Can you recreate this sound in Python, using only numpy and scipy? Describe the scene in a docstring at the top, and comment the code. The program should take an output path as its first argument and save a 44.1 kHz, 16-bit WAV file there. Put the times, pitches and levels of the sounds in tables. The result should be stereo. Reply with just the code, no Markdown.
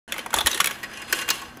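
"""A plastic marble run, close by in a small room.
Marbles roll down a chute and clack against its walls and each other; a screw lift then rubs and
knocks them along its tube. Each contact excites dense, short-lived modes of the plastic and a set
of distinct ringing ones. The base bumps softly on the table; a small motor hums over the room air."""
import sys
import numpy as np
from scipy import signal
from scipy.fft import rfft, irfft
from scipy.io import wavfile
from scipy.ndimage import uniform_filter1d

SR = 44100
rng = np.random.default_rng(int(sys.argv[2]) if len(sys.argv) > 2 else 0)


def transcribe(signal):
    """Save signal, clipped to [-1, 1], as a 16-bit WAV file at the path in sys.argv[1]."""
    frames = np.atleast_2d(signal).T
    limited = np.clip(frames, -1, 1)
    pcm = np.round(limited * 32767).astype(np.int16)
    wavfile.write(sys.argv[1], SR, pcm)


N = 70560
TIME_S = np.arange(N) / SR
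BAND_EDGES_HZ = 25 * 2 ** (np.arange(29) / 3) * 1.02


def from_db(db):
    """Decibels to gain."""
    return 10 ** (np.asarray(db) / 20)


def unit_rms(x):
    """Scale to unit power."""
    return x / np.sqrt(np.mean(x ** 2) + 1e-20)


def at_hz(table, hz, column=1):
    """Interpolate a table column over log frequency."""
    table = np.array(table)
    return np.interp(np.log(hz), np.log(table[:, 0]), table[:, column])


def bell(hz, centre_hz, octaves):
    """Gaussian hump over log frequency."""
    return np.exp(-(np.log2(hz / centre_hz) / octaves) ** 2)


def drift(corner_hz):
    """Slow random wander, unit RMS."""
    hop, settle = 40, 2000
    pole = np.exp(-2 * np.pi * corner_hz * hop / SR)
    noise = rng.standard_normal(N // hop + settle + 2)
    slow = signal.lfilter([1], [1, -2 * pole, pole * pole], noise)[settle:]
    return np.interp(np.arange(N) / hop, np.arange(len(slow)), unit_rms(slow))


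def noise_bands(lowest_hz):
    """Yield (centre in Hz, stereo noise with a flattened envelope) per third octave."""
    for low, high in zip(BAND_EDGES_HZ, BAND_EDGES_HZ[1:]):
        hz = np.sqrt(low * high)
        if hz > lowest_hz:
            bandpass = signal.butter(3, [low, high], "band", fs=SR, output="sos")
            band = signal.sosfilt(bandpass, rng.standard_normal((2, N + 4000)))
            power = uniform_filter1d(band ** 2, int(2 * SR / (high - low)), axis=1)
            yield hz, (band / np.sqrt(np.abs(power) + 1e-14))[:, -N:]


def clicks(start_s, sizes):
    """One impulse per contact."""
    return np.bincount(np.clip(start_s * SR, 0, N - 1).astype(int), sizes, N) + 1e-18


def decay(x, t60_s):
    """Each impulse starts an exponential decay."""
    return signal.lfilter([1], [1, -from_db(-60 / (t60_s * SR))], x)


def soften(x, rise_s):
    """One-pole low-pass: spreads a contact in time."""
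    pole = np.exp(-1 / (rise_s * SR))
    return signal.lfilter([1 - pole], [1, -pole], x)


def ring(x, hz, t60_s):
    """One mode: each impulse starts a damped sine."""
    radius, angle = from_db(-60 / (t60_s * SR)), 2 * np.pi * hz / SR
    return signal.lfilter([0, np.sin(angle)], [1, -2 * radius * np.cos(angle), radius * radius], x)


# Each row: frequency in Hz, band level in dB.
AIR_SPECTRUM = [(28,-69),(55,-59),(110,-62),(160,-67.5),(230,-48.5),(400,-65),(1500,-57),(5000,-71),(11000,-70.5),(15000,-69)]


def room_air():
    """Steady noise of the room."""
    return sum(band * from_db(at_hz(AIR_SPECTRUM, hz)) for hz, band in noise_bands(20))


# Each row: frequency in Hz, level in dB.
MOTOR_LINES = [(64,-61.5),(130,-55.5),(240,-52),(323,-60.5),(1152,-64.5),(1561,-54.5),(1895,-58.5)]


def motor(waver_hz=3.78, flutter_db=1.5):
    """Faint hum; each line wavers in pitch and level."""
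    out = np.zeros((2, N))
    for hz, db in MOTOR_LINES:
        for channel in out:
            cycles = np.cumsum(hz + waver_hz * drift(8.76)) / SR + rng.random()
            channel += np.sqrt(2) * np.sin(2 * np.pi * cycles) * from_db(db - flutter_db * drift(2))
    return out


# How hard the marbles roll. Each row: time in seconds, level in dB.
ROLL_EFFORT = [(.08,-40),(.2,-35),(.29,-47),(.37,-29),(.44,-37),(.5,-28.5),(.6,-32.5),(.7,-34),(.79,-40),(.89,-40.5),(.95,-37),(1.07,-38),(1.16,-29),(1.22,-31),(1.26,-38),(1.34,-31),(1.44,-38),(1.54,-46)]
# Each row: frequency in Hz, band gain in dB.
ROLL_SPECTRUM = [(200,-23),(400,-45.5),(700,-20),(1100,-15.5),(1800,-15.5),(2900,-9),(4300,-24.5),(7000,-18),(11000,-17),(15000,-50)]
# Lift tube resonances, also rung by rubs and knocks. Each row: frequency in Hz, gain in dB, T60 in seconds.
TUBE_MODES = [(329,-12.5,0.096),(400,-15,0.04),(480.5,-17,0.052),(1096,-10,0.071),(1502,-10,0.087),(1676,-3,0.022),(1922,-9,0.086),(2480,-14,0.1),(2620,-19,.06),(2797,-8,0.1),(3450,-14,0.092),(4235,-12.5,0.087),(4965,-11.5,0.075),(6100,-11.5,0.046)]


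def rolling(grain_db=1.5, patchy_db=2, touches_per_s=330, waver_db=3, ring_db=-4, corner_hz=3920):
    """Marbles roll on plastic: a grainy rush, brighter when harder, and tiny contacts ringing the tube."""
    effort_db = np.interp(TIME_S, *np.transpose(ROLL_EFFORT))
    flicker_db = grain_db * drift(58)
    out = np.zeros((2, N))
    for hz, band in noise_bands(180):
        tilt_db = 0.39 * np.log2(hz / 2000) * (effort_db - effort_db.mean())
        colour_db = at_hz(ROLL_SPECTRUM, hz) + tilt_db + patchy_db * drift(41)
        out += band * from_db(effort_db + flicker_db + colour_db)
    for hz, db, t60_s in TUBE_MODES:
        touching = rng.random((2, N)) < touches_per_s / SR
        touches = touching * rng.standard_normal((2, N)) + 1e-18
        ringing = unit_rms(ring(touches * from_db(waver_db * drift(10)), hz, t60_s))
        rolloff = np.hypot(1, hz / corner_hz)  # soft contacts barely wake the high modes
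        out += ringing * from_db(effort_db + db + ring_db) / rolloff
    return out


def excitation_db(hits, hz):
    """Strength of each hit at one frequency; the spot struck sets the colour."""
    _, level_db, hollow_db, ring_db, crack_db, knock_db, _ = np.transpose(hits)
    return (level_db
            + hollow_db * bell(hz, centre_hz=910, octaves=0.53)
            + ring_db * bell(hz, centre_hz=3780, octaves=0.26)
            + crack_db / (1 + (4810 / hz) ** 10)  # treble shelf
            + knock_db * bell(hz, centre_hz=395, octaves=0.46))  # housing


# Decay of the plastic's dense modes. Each row: frequency in Hz, T60 in seconds.
PLASTIC_DECAY = [(200,0.071),(1000,0.045),(3000,0.039),(8000,0.026),(15000,0.017)]


def struck_plastic(hits, body, modes, modes_db, rise_s=0.0009, favour_db=15.5, scatter_db=2.5):
    """Hits excite dense modes (noise bands) and distinct ones (sines); each spot favours one pitch."""
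    start_s, *_, favoured_hz = np.transpose(hits)
    out = np.zeros((2, N))
    for hz, band in noise_bands(180):
        treble_spread_db = 6 / np.hypot(1, 6200 / hz)  # high modes vary from hit to hit
        chance_db = treble_spread_db * np.clip(rng.standard_normal(len(start_s)), -2, 1)
        blows = clicks(start_s, from_db(excitation_db(hits, hz) + at_hz(body, hz) + chance_db))
        band_rise_s = rise_s * np.sqrt(2500 / hz)  # high bending waves arrive first
        out += band * soften(decay(blows, at_hz(PLASTIC_DECAY, hz)), band_rise_s)
    for hz, db, t60_s in modes:
        level_draw, phase_draw, stereo_draw = rng.standard_normal((len(start_s), 3)).T
        spot_db = excitation_db(hits, hz) + favour_db * bell(hz, favoured_hz, octaves=0.082)
        sizes = from_db(spot_db + db + modes_db + scatter_db * level_draw)
        for channel, side in zip(out, (1, -1)):
            phase = 2 * np.pi * phase_draw + side * np.tanh(stereo_draw)
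            blows = clicks(start_s, sizes * np.cos(phase)) + 1j * clicks(start_s, sizes * np.sin(phase))
            envelope = soften(decay(blows, t60_s), rise_s)
            channel += np.real(envelope * np.exp(2j * np.pi * hz * TIME_S))
    return out


# Each row: start in seconds, level in dB, hollowness, ring, crack and low knock in dB,
# favoured pitch in Hz.
CHUTE_CLACKS = [(.1217,-22,-13,0,-3.5,-2,3530),(.1405,-33.5,4,-17,-2,-11,2090),(.162,-35,10.5,-4,-12,-6,2280),(.181,-27,-3.5,-25,-4,8,3110),(.190,-28.5,-33,-1.5,-5,6,3110),
                (.1985,-49,4,-4,0,8,3110),(.2613,-29,8,-20,-7,11,935),(.305,-44,15,4,5.5,18,2280),(.330,-27,-2,-24,-3.5,7,1500),(.3405,-21,7.5,6,4,3,935),
                (.3555,-37.5,3,7.5,0,-5,3530),(.3625,-37.5,8,-13,15.5,18.5,1500),(.3775,-41,11,-9,10,-3,935),(.3705,-29.5,10,-15,-7,16,1130),(.3855,-29,19,11.5,6.5,-6,3530),(.4065,-29.5,14.5,5,3,14,3530),(.4105,-33.5,9,12.5,-3,-25,3530),
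                (.4605,-21,-14,-8,1.5,9,1870),(.469,-23,9.5,15.5,9.5,-6,3120),(.473,-23.5,-4.5,-9,-2,10,1130),(.513,-32,0,9,8,-15,6290),(.530,-32,-5,11.5,-2,-8,3790),
                (.545,-30.5,-9,8.5,6.5,16,1870),(.575,-28,-10,-2,-3,4,1870),(.6015,-15,-10.5,0.5,-8.5,-24,1150),(.604,-26,-14,-8,7.5,-18,5620),(.613,-28,-7,-12,-1,4,1450),(.643,-22.5,-1.5,2.5,2,-4,2280),
                (.658,-28,-10,3,7.5,4.5,2580),(.6715,-21.5,-7,0.5,-0.5,-15,2280),(.7095,-27,-7,-7.5,-2.5,-8,3330)]
# Dense modes. Each row: frequency in Hz, band gain in dB.
CHUTE_SPECTRUM = [(200,-22.5),(400,-21),(700,-16),(1100,-5),(2000,-4),(3400,-1.5),(4600,-5),(7000,-3.5),(11000,-5),(15000,2)]
# Each row: frequency in Hz, gain in dB, T60 in seconds.
CHUTE_RESONANCES = [(549.6,-15.5,0.08),(935,-11,0.017),(1150,-6,0.033),(1450,4.5,0.013),(1850,-7,0.057),(2085,-2.5,0.036),(2267,-2.5,0.024),(2560,-3,0.043),(3080,-8,0.059),(3384,-5.5,0.042),(3510,-5.5,0.029),(3790,-13.5,0.066),(4090,-26,.04),(5660,-8.5,0.055),(6160,-8,0.033),(6830,-14,0.069),(8570,-12.5,0.035),(9500,-7,0.032),(9940,-14,0.059),(11200,-8.5,0.033)]


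def chute_clacks():
    """Marbles strike the chute walls and each other."""
    return struck_plastic(CHUTE_CLACKS, CHUTE_SPECTRUM, CHUTE_RESONANCES, modes_db=-1.5)


# Each row: start in seconds, level in dB.
BASE_BUMPS = [(0.354,-33.5),(0.377,-31.5),(0.445,-27),(0.465,-42),(0.597,-49),(1.256,-48),(1.479,-42.5)]


def base_bumps(highpass_hz=45.3):
    """The base thuds on the table: soft contacts ring one low mode."""
    start_s, db = np.transpose(BASE_BUMPS)
    pushes = soften(clicks(start_s, from_db(db)), rise_s=0.001)
    thuds = 2 * ring(pushes, hz=67, t60_s=0.096)
    return signal.sosfilt(signal.butter(2, highpass_hz, "high", fs=SR, output="sos"), thuds)


# Each row: as in CHUTE_CLACKS.
SCREW_RUBS = [(.8295,-27.5,3,-4,3.5,0,1890),(.837,-33.5,4.5,1,-0.5,0,1890),(.912,-35.5,1,-10,0,0.013,1170),(.933,-35,-14,-2,4,0,1170),(.995,-37.5,11.5,-35,0,0,2790),
              (1.017,-31,-18,1,1,0,1170),(1.096,-32,-2,0,2.5,0,1170),(1.2125,-30,4,-2,8,0,1890),(1.2195,-35,-7,14,-12,0,2790),(1.278,-24,3,-3,-3,0,1170),(1.387,-41,14,3,-22,0,1170),(1.415,-37.5,22,0,5.5,0,1220)]
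# Dense modes. Each row: frequency in Hz, band gain in dB.
RUB_SPECTRUM = [(200,-18),(700,-20),(1100,-13.5),(2000,4.5),(3400,-8),(7000,-8),(15000,-10.5)]


def screw_rubs():
    """The screw rubs a marble along the tube: contacts with a slow rise."""
    return struck_plastic(SCREW_RUBS, RUB_SPECTRUM, TUBE_MODES, modes_db=-1, rise_s=0.0066)


# Each row: as in CHUTE_CLACKS.
TUBE_KNOCKS = [(.9722,-38.5,-7,-20,2.5,0,2420),(1.126,-18,-7.8,-14,6,-13,1611),(1.129,-18,-8.7,-16,-9,6,1560),(1.1885,-27.5,1.4,-6,-3.5,1,1170),
               (1.2885,-21,4.3,2,0.5,-7,2435),(1.3025,-24,-9,5.5,13,-17,2740),(1.307,-21.5,4.8,-9,-4,-3,2690),(1.571,-43,9,-38,1,12.5,1170)]
# Dense modes. Each row: frequency in Hz, band gain in dB.
TUBE_SPECTRUM = [(200,-32),(400,-16),(700,-27),(1100,-7.5),(2000,-3.5),(3400,0),(4600,-2),(7000,-2.5),(11000,-10.5),(15000,1.5)]


def tube_knocks():
    """Marbles knock about in the lift tube."""
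    return struck_plastic(TUBE_KNOCKS, TUBE_SPECTRUM, TUBE_MODES, modes_db=0.5)


def room_reverb(x, t60_s=0.55, gain_db=-16.5, corner_hz=9700, delay_s=0.0053):
    """Diffuse, slightly dull tail of a small room."""
    t = TIME_S[:SR]
    onset = np.clip(t / delay_s - 1, 0, 1)
    tail = rng.standard_normal((2, SR)) * from_db(-60 * t / t60_s) * onset
    tail = soften(tail, 1 / (2 * np.pi * corner_hz))
    return from_db(gain_db) * signal.fftconvolve(x, unit_rms(tail) / np.sqrt(SR), axes=1)[:, :N]


def scene():
    """Marbles and their reverb, slightly left, over bumps, hum and air."""
    marbles = chute_clacks() + tube_knocks() + screw_rubs() + rolling()
    balance = from_db([[0.6], [-0.6]])
    return (marbles + room_reverb(marbles)) * balance + base_bumps() + motor() + room_air()


# Each row: frequency in Hz, mid gain in dB, side gain in dB.
MIC_RESPONSE = [(60,-4.5,-4),(268,-4.5,-16.5),(540,2,-1.5),(785,0.5,1),(1130,-2.5,-2),(2500,-4,-3.5),(4200,-1.5,-3),(5860,-4.5,-3.5),(6740,-1.5,-9.5),(8820,-3,-11),(8940,-12.5,1),(9900,1,-9),(11400,1.5,-11),(12460,-1.5,-12.5),(14360,-17,-10),(14520,2,-11),(16000,-23,-9)]


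def record(dry, start_s=0.078, ceiling=1.1, cutoff_hz=16400):
    """Microphones colour mid and side; the sound cuts in, peaks are rounded, the top is cut."""
    hz = np.maximum(np.arange(N + 1) * SR / (2 * N), 1)

    def colour(x, column):
        gain = from_db(at_hz(MIC_RESPONSE, hz, column))
        return irfft(rfft(x, 2 * N) * gain)[:N] / np.sqrt(2)

    mid = colour(dry[0] + dry[1], column=1)
    side = colour(dry[0] - dry[1], column=2)
    stereo = np.array([mid + side, mid - side]) * (TIME_S > start_s)
    rounded = ceiling * np.tanh(stereo / ceiling)
    return signal.sosfilt(signal.ellip(10, 0.2, 80, cutoff_hz, fs=SR, output="sos"), rounded)


dry = scene()
out = record(dry)
transcribe(out)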